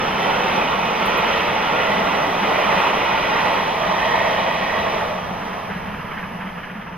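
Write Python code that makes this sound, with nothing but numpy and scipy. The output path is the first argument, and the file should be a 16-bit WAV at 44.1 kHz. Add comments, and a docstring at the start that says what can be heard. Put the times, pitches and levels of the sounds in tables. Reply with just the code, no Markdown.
"""The last coaches of a steam train rush past below the listener and run off along a wooded cutting.
From the start, shaped noise roars as the wheels, swelling as bogies pass; narrow bands sing as single wheels.
Under it the distant engine throbs in rippled low noise, and air buffets in gusts; decaying sines ping near 1 s.
After about 5 s the roar falls away over a wash of distant train, and the engine's quick exhaust beats stand out:
puffs of shaped noise, each with a short low boom."""
import sys
import numpy as np
from scipy import signal
from scipy.fft import irfft, next_fast_len
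from scipy.io import wavfile
from scipy.ndimage import uniform_filter1d

SR = 44100
rng = np.random.default_rng(int(sys.argv[2]) if len(sys.argv) > 2 else 0)


def inscribe(sig):
    """Save sig as 16-bit PCM at rate SR to the path in sys.argv[1].

    A 1-D sig is mono; a 2-D sig holds one channel per row.
    Samples are clipped to [-1, 1] before scaling.
    """
    pcm = np.round(np.clip(np.atleast_2d(sig).T, -1, 1) * 32767)
    wavfile.write(sys.argv[1], SR, pcm.astype(np.int16))


N = 307377
TIME = np.arange(N) / SR


def gain_of(db):
    """Decibels to amplitude."""
    return 10 ** (np.asarray(db) / 20)


def evened(x):
    """Scales to rms 1."""
    return x / np.sqrt(np.mean(x ** 2) + 1e-20)


def read(points, hz):
    """A spectrum table, joined on a log-frequency axis."""
    f, value = np.transpose(points)
    return np.interp(np.log(hz + 1), np.log(f + 1), value)


def follow(rows, t, axis=1):
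    """One column of a curve at the times t."""
    rows = np.asarray(rows)
    return np.interp(t, rows[:, 0], rows[:, axis])


def swells(rows, t, half_s, axis=1):
    """Bell-shaped rises (or dips) in dB, one for each row, centred on its time."""
    rows = np.asarray(rows)
    bells = np.exp(-((t[..., None] - rows[:, 0]) / half_s) ** 2)
    return (rows[:, axis] * bells).sum(-1)


def resonance(hz, centre_hz, width_hz):
    """Resonance bump with a peak of 1, falling to one half at half the width either side."""
    return 1 / (1 + (2 * (hz - centre_hz) / width_hz) ** 2)


def slow_chance(count, size):
    """A smooth random drift of rms 1, as a column."""
    drift = uniform_filter1d(rng.standard_normal(count), size)
    return evened(uniform_filter1d(drift, size))[:, None]


def patches(shape, size):
    """Smooth chance over time and frequency, of rms 1."""
    over_time = uniform_filter1d(rng.standard_normal(shape), size[0], 0)
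    return evened(uniform_filter1d(over_time, size[1], 1))


def port_pair(shape, likeness, phase=0, balance_db=0):
    """Random spectra for left and right that are partly alike."""
    a, b, c, d = rng.standard_normal((4, *shape))
    same = np.clip(likeness, 0, 1)
    left = a + 1j * b
    right = same * left + np.sqrt(1 - same ** 2) * (c + 1j * d)
    right = right * np.exp(-1j * phase)
    return np.array([left * gain_of(balance_db / 2), right * gain_of(-balance_db / 2)])


def noise(colour, likeness, phase, balance_db):
    """Steady two-channel noise of rms 1 from tables of colour, likeness and phase."""
    size = next_fast_len(N, True)
    hz = np.fft.rfftfreq(size, 1 / SR)
    z = port_pair(hz.shape, read(likeness, hz), read(phase, hz), balance_db)
    return evened(irfft(z * gain_of(read(colour, hz)), size)[:, :N])


def rumble(colour, level_db, likeness, size):
    """Low noise whose slow swell follows a level; its quick flutter stays random."""
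    x = noise(colour, [(0, likeness)], [(0, 0.0038)], balance_db=0.0)
    slow_power = uniform_filter1d(uniform_filter1d((x ** 2).mean(0), size), size)
    return x / np.sqrt(slow_power) * gain_of(level_db)


# colour of wheels on rail: [f/Hz, relative level in each Hz/dB]
ROLL_COLOUR = [(20, -27.5), (90, -13.5), (320, -11.5), (450, -3), (1100, -1.5), (1650, -12.5),
               (2300, -10.5), (3150, -14), (4400, -25.5), (5250, -32.5), (5750, -20), (6600, -37),
               (7500, -39.5), (15500, -41.5)]
# steady roar of the coaches, falling away behind the last: [t/s, level/dB, treble lift before band weighting/dB]
COACHES = [(0, -20.5, -1), (0.85, -20, 0.5), (1.6, -19.9, 1.5), (2.35, -18.5, -3), (3.1, -19.5, 1),
           (3.75, -19.5, -2.5), (4.65, -21, 0), (5.0, -21.5, -0.5), (5.22, -26, -6), (5.48, -26, -7.5),
           (5.75, -30, -8), (6.0, -33, -8), (6.97, -36, -14)]
# pairs of bogies, one either side of a coupling: [t/s, swell/dB, treble lift before band weighting/dB]
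BOGIES = [(.29, 2.3, 0.3), (.53, 1.6, 1.5), (1.08, 0.4, 2.5), (1.32, 1.5, 1.5), (1.88, 0.5, 1.5),
          (2.1, 0.8, -0.5), (2.53, 1.1, 1), (2.8, 2.5, 0.5), (3.27, 0, 1.5), (3.48, 1.4, 1.4), (4.07, 1, 2),
          (4.3, 1, 2), (4.8, -0.3, 0), (5.02, 0.8, -2.5)]
BOGIE_S = .125  # from the peak of a swell to 1/e of its dB
# the two microphone ports, likeness: [f/Hz, likeness 0-1]
PORT_LIKENESS = [(200, 0.99), (500, 0.71), (900, 0.54), (1200, 0.68), (1500, 0.25), (1950, 0.88),
                 (3300, 0.96), (4000, 0.45), (5250, 0.38), (5700, 0.91), (6600, 0.82), (9000, 0.5),
                 (12000, 0.3), (15500, 0.3)]
# the two ports, phase: [f/Hz, lead of left/radians]
PORT_PHASE = [(250, -.1), (620, -.8), (1200, -.7), (1450, -.9), (1700, .1), (3550, -.2), (4200, -1.8),
              (4700, -1.7), (5100, -.7), (5500, -3.1), (9300, -3.6), (10300, -6), (13500, -5.5),
              (15500, -6.3)]
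# the two ports, balance: [f/Hz, left minus right/dB]
PORT_BALANCE = [(250, 0), (550, 1), (900, -2.5), (1250, -4), (1500, -4), (2000, -4.5), (2500, -0.5),
                (3200, -0.5), (3700, 4.5), (4500, -0.5), (6500, 0), (9000, -1.5), (12000, -2.5),
                (15500, -1)]


def wheels(patchy_db, streak_db, rattle_db, doppler, wander, waver, grit_db):
    """Rough treads on rough rail: a wide roar, lifted at the resonances of wheel and rail."""
    size, hop = 1024, 256
    t = np.arange(N // hop + 5)[:, None] * hop / SR
    hz = np.fft.rfftfreq(size, 1 / SR)
    shape = (len(t), len(hz))
    field_db = read(ROLL_COLOUR, hz) + patchy_db * patches(shape, size=(10, 8))
    # loose running gear shakes wide bands together
    field_db += rattle_db * patches(shape, size=(3, 90))
    field_db += wheel_resonances(t, hz, doppler, wander, waver)
    field_db += wheel_song(t, hz)
    field_db += midrange_flares(t, hz)
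    # rough spots on the rail set short, narrow streaks ringing
    streak_weight = read([(300, 0.2), (500, 0.72), (3000, 0.73), (5000, 0.22)], hz)
    field_db += streak_db * streak_weight * patches(shape, size=(22, 2))
    # each set of bogies has its own brightness; the roar dulls as the train leaves
    treble_db = follow(COACHES, t, axis=2) + swells(BOGIES, t, BOGIE_S, axis=2)
    field_db += read([(1200, 0.068), (2400, 0.86), (5000, 0.27), (9000, 0.13)], hz) * treble_db
    z = port_pair(shape, read(PORT_LIKENESS, hz), read(PORT_PHASE, hz), read(PORT_BALANCE, hz))
    z = z * gain_of(field_db)
    roar = signal.istft(z, nperseg=size, noverlap=size - hop, time_axis=1, freq_axis=2)[1][:, :N]
    # pits in tread and rail roughen the roar from millisecond to millisecond
    roar = roar * gain_of(grit_db * slow_chance(N, size=50).T)
    return evened(roar) * gain_of(follow(COACHES, TIME) + swells(BOGIES, TIME, BOGIE_S))


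# wheel and rail resonances, lifts before ring and waver:
# [f/Hz, width/Hz, lift under mid-train/dB, lift at the last coach/dB]
WHEEL_MODES = [(274, 47, 7.5, 1.5), (415, 130, 2, -3), (654, 31, 1.5, 5.5), (891, 88, 6.5, 3),
               (1075, 110, -3, 2.5), (1390, 120, 8, -5.5), (1923, 230, 5, 8), (2526, 116, 7, 5),
               (2800, 160, 4, -5), (2974, 100, 6, 5), (3280, 79, 3, 7), (3960, 250, 2.5, 5.5),
               (5040, 380, 6, 7)]
# how far the end of the train has taken over, and how clearly its wheels ring: [t/s, share 0-1, ring 0-1]
LAST_COACH = [(0, 0.14, 0.9), (2.4, 0.37, 0.86), (3.3, 0.45, 1), (4.0, 1, 0.88), (4.4, 0.93, 0.98),
              (5.0, 0.66, 0.92), (5.3, 1, 0.52), (6.0, 0.24, 1)]


def wheel_resonances(t, hz, doppler, wander, waver):
    """Lift in dB where wheels and rail ring, gliding from the mid-train balance to the last coach's."""
    last = np.clip(follow(LAST_COACH, t), 0, 1)
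    ring = np.clip(follow(LAST_COACH, t, axis=2), 0, 1)
    total_db = 0
    for mode_hz, width_hz, middle_db, end_db in WHEEL_MODES:
        # the pitch sinks as the last wheels draw level
        heard_hz = mode_hz * (1 - doppler * last)
        # mid-train, many differently tuned wheels take turns
        heard_hz = heard_hz * (1 + wander * (1 - last) * slow_chance(len(t), size=30))
        lift_db = ring * (middle_db + last * (end_db - middle_db))
        lift_db = lift_db * (1 + waver * (1 - last) * slow_chance(len(t), size=18))
        total_db = total_db + lift_db * resonance(hz, heard_hz, width_hz)
    return total_db


# exhaust: four beats to a turn of the driving wheels, slowly gathering speed
BEATS_PER_S, SPEED_UP_PER_S2, LEAD_BEAT_S = 17.13, .026, 5.694


def beat_count():
    """Exhaust beats counted from a leading beat; whole numbers are the strokes."""
    t = TIME - LEAD_BEAT_S
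    return BEATS_PER_S * t + .5 * SPEED_UP_PER_S2 * t ** 2


# colour of the engine's low throb, smeared by the cutting: [f/Hz, relative level in each Hz/dB]
DRONE_COLOUR = [(70, -15), (110, -18), (145, -9.5), (178, -1), (210, -3.1), (240, -8), (280, -16.5),
                (450, -33), (1000, -82)]
# how the engine carries up the cutting, puffs and thumps before accents, thumps also before carry:
# [t/s, puff level/dB, thump level/dB, blurred boom level before ripple/dB]
ENGINE = [(0, -47, -48, -31.5), (2, -29, -26, -36), (3.6, -35, -38, -35.5), (5.5, -32.5, -38, -34.5),
          (5.64, -36, -46, -41), (5.72, -32, -33, -36), (6.45, -37, -40, -37.5), (6.97, -37, -42, -40)]
# accents of the four beats of a turn: [level/dB]
ACCENTS_DB = [1, -5.5, -6, -6]


def drone(throb=0.089, lope=0.068, delay_s=0.0095, lope_delay_s=0.064):
    """The engine's boom, blurred by echoes so that each beat and each turn of the wheels only ripples it."""
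    beats = beat_count()
    ripple = 1 + throb * np.cos(2 * np.pi * (beats - BEATS_PER_S * delay_s))
    turns = (beats - BEATS_PER_S * lope_delay_s) / len(ACCENTS_DB)
    ripple += lope * np.cos(2 * np.pi * turns)
    return evened(ripple) * rumble(DRONE_COLOUR, follow(ENGINE, TIME, axis=3), likeness=1.0, size=7000)


def stroke(rise_s, fall_s):
    """The swell of one piston stroke: it opens quickly and dies away, with a peak of 1."""
    t = TIME[:SR // 5]
    swell = (1 - np.exp(-(t / rise_s) ** 2)) * np.exp(-t / fall_s)
    return swell / swell.max()


def strokes(rows, rise_s, fall_s):
    """A train of swells, one for each stroke (t/s, level/dB); where they overlap the louder wins."""
    swell, out = stroke(rise_s, fall_s), np.zeros(N + SR)
    for s, db in rows:
        part = out[round(s * SR):][:len(swell)]
        part[:] = np.maximum(part, gain_of(db) * swell)
    return out[:N]


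THUMP_RISE_S, THUMP_FALL_S = 0.0095, 0.018


def booms(rows, carry_db):
    """Each boom (t/s, level before carry/dB, f/Hz) is a few cycles of a low tone under the swell of a stroke."""
    swell, out = stroke(THUMP_RISE_S, THUMP_FALL_S), np.zeros(N + SR)
    start_turns = rng.random(len(rows))
    for (s, db, hz), turn in zip(rows, start_turns):
        start = round(s * SR)
        tone = np.sin(2 * np.pi * (hz * TIME[:len(swell)] + turn))
        out[start:start + len(swell)] += gain_of(db + carry_db) * swell * tone
    return out[:N]


# colour of a puff: [f/Hz, relative level in each Hz/dB]
CHUFF_COLOUR = [(300, -15), (700, -6), (1200, 4.5), (1750, 4.5), (2400, -2.5), (3150, -8), (3900, -29),
                (6000, -37), (8000, -65), (15000, -55)]
# single puffs that bark out above the rest: [t/s, level/dB]
BARKS = [(5.694, -29.5), (5.752, -36), (5.866, -34), (5.927, -33), (5.982, -35), (6.104, -29),
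         (6.164, -28.5), (6.219, -31.5), (6.396, -30.5), (6.452, -33.5), (6.563, -34), (6.624, -32),
         (6.685, -34.5), (6.744, -36), (6.802, -36), (6.858, -34.5), (6.916, -36)]
# single booms that stand out of the throb: [t/s, level before carry/dB, f/Hz]
BOOMS = [(0.297, -26, 180), (0.346, -27, 210), (0.46, -28, 180), (0.527, -28, 208), (0.833, -22, 179),
         (1.188, -21, 183), (1.887, -21, 196), (1.966, -20, 195), (2.007, -22, 177), (2.052, -25, 199),
         (2.406, -24, 210), (2.757, -20, 188), (2.888, -28, 186), (3.874, -21, 188), (4.136, -23, 186),
         (4.375, -24, 229), (5.283, -24, 178), (5.696, -20.5, 189), (5.753, -21, 176), (5.805, -29, 180),
         (5.867, -26.5, 201), (5.931, -30, 215), (5.987, -28, 172), (6.03, -27, 212), (6.161, -25, 179),
         (6.226, -22.5, 187), (6.298, -28, 180), (6.342, -25, 178), (6.391, -23.5, 192),
         (6.441, -26.5, 178), (6.466, -29, 204), (6.562, -23, 179), (6.748, -24, 208), (6.777, -27, 188),
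         (6.927, -31, 187), (6.952, -26, 180)]
# sound from straight down the line, also used by the distant train: [f/Hz, likeness 0-1]
AHEAD_LIKENESS = [(250, 0.68), (600, 0.43), (950, 0.24), (1400, 0.85), (3000, 1), (3800, .3), (5000, 0.31),
                  (5700, 0.94), (8000, 0.48), (15000, .4)]
# its phase between the ports: [f/Hz, lead of left/radians]
AHEAD_PHASE = [(300, 1), (650, 0.4), (1300, 0.33), (3600, 0), (4300, -0.5), (5500, -2), (9300, 5),
               (10300, -5), (15000, -6.5)]
PUFF_RISE_S, PUFF_FALL_S = 0.0097, 0.031


def exhaust(thump_hz=190, pitch_spread=0.068, uneven_db=3.5):
    """Steam puffs from the chimney four times a turn, and each puff booms briefly at its own low pitch."""
    beat = np.floor(beat_count()).astype(int)
    starts = np.flatnonzero(np.diff(beat)) + 1
    s = TIME[starts]
    strength, pitch = rng.standard_normal((len(s), 2)).T
    accent_db = np.take(ACCENTS_DB, beat[starts], mode="wrap") + uneven_db * strength
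    puffs = list(zip(s, follow(ENGINE, s) + accent_db)) + list(BARKS)
    thump_db = follow(ENGINE, s, axis=2) + accent_db
    thumps = list(zip(s, thump_db, thump_hz * (1 + pitch_spread * pitch))) + list(BOOMS)
    steam = noise(CHUFF_COLOUR, AHEAD_LIKENESS, AHEAD_PHASE, balance_db=-1.5)
    return steam * strokes(puffs, PUFF_RISE_S, PUFF_FALL_S) + booms(thumps, carry_db=-3.5)


# colour of the train far down the line, with faint wheel tones: [f/Hz, relative level in each Hz/dB]
FAR_COLOUR = [(150, -9), (280, -10), (335, -17), (380, -5), (500, -6.5), (555, -12), (630, -1), (710, -9),
              (900, 0.5), (1015, 0.5), (1065, -1), (1120, -9), (1220, -0.5), (1420, -8), (1630, -4.5),
              (1720, 1), (1800, -4), (1950, -4), (2130, -7), (2600, -8.5), (2980, -10.5), (3150, -12.5),
              (3800, -32), (5000, -26), (5700, -28.5), (7500, -50), (9800, -32.5), (11500, -29.5),
              (12400, -34.5), (14400, -36), (15300, -50)]
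# wash of the distant train: [t/s, level/dB]
DISTANT = [(0, -54), (5, -37), (5.7, -34.5), (6.2, -34.5), (6.5, -35.5), (6.97, -42)]


def distant_train():
    """The rest of the train, a smooth wash from down the cutting."""
    wash = noise(FAR_COLOUR, AHEAD_LIKENESS, AHEAD_PHASE, balance_db=-1.0)
    return wash * gain_of(follow(DISTANT, TIME))


# colour of the air buffeting the microphone: [f/Hz, relative level in each Hz/dB]
BUFFET_COLOUR = [(10, -22), (22, -12), (36, -6), (75, -6), (110, -3), (200, -12), (600, -73)]
# steady draught at the microphone, before gusts: [t/s, level/dB]
DRAUGHT = [(0, -71), (2.2, -63), (3.3, -54.5), (5.9, -43.5), (6.97, -51)]
# gusts (and a lull) in the wake of the train: [t/s, swell/dB, peak to 1/e of its dB/s]
GUSTS = [(.25, -4, .15), (3.48, 11, .08), (4.16, 12, 0.13), (4.836, 11, 0.069), (5.318, 9, 0.066),
         (5.88, 4, 0.061)]


def buffet():
    """Air dragged along by the train pushes on the microphone, with a few gusts."""
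    level_db = follow(DRAUGHT, TIME) + swells(GUSTS, TIME, np.asarray(GUSTS)[:, 2])
    return rumble(BUFFET_COLOUR, level_db, likeness=.6, size=8000)


# single wheels as they go by, each at its own pitch: [t/s, peak to 1/e of its dB/s, f/Hz, width/Hz, lift/dB]
SINGS = [(.35, 0.21, 1930, 120, -1), (.5, 0.24, 845, 60, 3), (.6, 0.23, 612, 45, 2.5),
         (1.25, 0.21, 480, 45, 4.5), (1.2, 0.17, 1360, 80, 6), (1.22, .2, 2540, 110, 1),
         (1.735, 0.09, 1420, 80, 12), (1.952, 0.29, 1980, 130, 6), (1.967, .15, 640, 65, 6.5),
         (2.297, 0.5, 290, 45, 4.5), (2.608, 0.14, 615, 80, 5), (2.644, 0.24, 2010, 130, 5),
         (2.82, 0.3, 2520, 110, 3.5), (2.83, 0.14, 940, 60, 2), (3.3, 0.16, 1420, 70, 7),
         (3.3, .3, 915, 120, 3.5), (3.424, 0.18, 1940, 110, 5.5), (4.016, 0.11, 1850, 110, 7.5),
         (4.196, 0.18, 655, 42, 7), (4.28, .17, 1870, 110, 6), (4.25, 0.36, 896, 42, 6.5),
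         (4.267, 0.084, 2630, 80, 4), (4.753, 0.14, 1910, 90, 9.5), (4.955, 0.35, 634, 45, 8)]


def wheel_song(t, hz):
    """Lift in dB of the narrow bands in which single wheels ring up and die away as they pass."""
    total_db = 0
    for s, half_s, ring_hz, width_hz, db in SINGS:
        total_db = total_db + swells([(s, db)], t, half_s) * resonance(hz, ring_hz, width_hz)
    return total_db


# brief flares (one a dip) in the middle of the roar: [t/s, lift/dB]
FLARES = [(.272, -2), (.457, 4), (.618, 3), (.733, 5), (1.246, 4), (3.914, 5.5), (4.147, 5), (4.385, 6.5),
          (4.484, 6), (4.771, 3.5), (4.872, 5.5), (4.936, 2.5), (5.034, 1), (5.148, 0), (5.341, 0)]
FLARE_S, FLARE_HZ, FLARE_WIDTH_HZ = 0.0053, 940, 1600  # peak to 1/e of its dB, centre, width


def midrange_flares(t, hz):
    """Lift in dB of a broad middle band that jumps for a few milliseconds."""
    return swells(FLARES, t, FLARE_S) * resonance(hz, FLARE_HZ, FLARE_WIDTH_HZ)


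# small bright pings: [t/s, level before mode levels/dB, extra on the lowest mode/dB]
PINGS = [(1.013, -54, -37), (1.0575, -37.5, 1), (1.1737, -38, -12), (1.2624, -49, -24)]
# their modes: [f/Hz, level relative to the ping/dB, t60/s]
PING_MODES = [(9410, 1.5, .1), (12280, -0.5, 0.13), (12965, -4, .1), (14740, -2.5, .11)]


def pings(left_db=-11.0):
    """A small hard object is struck and rings high in decaying sines, off to the right."""
    out = np.zeros(N)
    t = TIME[:SR // 4]
    for s, db, lowest_db in PINGS:
        start = round(s * SR)
        for k, (hz, mode_db, t60) in enumerate(PING_MODES):
            ring = np.sin(2 * np.pi * hz * t) * np.exp(-np.log(1000) * t / t60)
            out[start:start + len(t)] += gain_of(db + mode_db + lowest_db * (k == 0)) * ring
    return np.array([gain_of(left_db) * out, out])


def scene():
    """Near wheels, far train and engine, moving air at the microphone, and pings."""
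    roar = wheels(patchy_db=0.46, streak_db=0.97, rattle_db=0.4, doppler=0.0089,
                  wander=0.021, waver=0.29, grit_db=0.37)
    return roar + drone() + exhaust() + distant_train() + buffet() + pings()


EDGE_HZ = 15800


def record(dry):
    """The recorder's band limit: a steep low-pass."""
    low_pass = signal.firwin(511, EDGE_HZ, window=("kaiser", 9), fs=SR)
    return signal.oaconvolve(dry, low_pass[None], "same")


dry = scene()
out = record(dry)
inscribe(out)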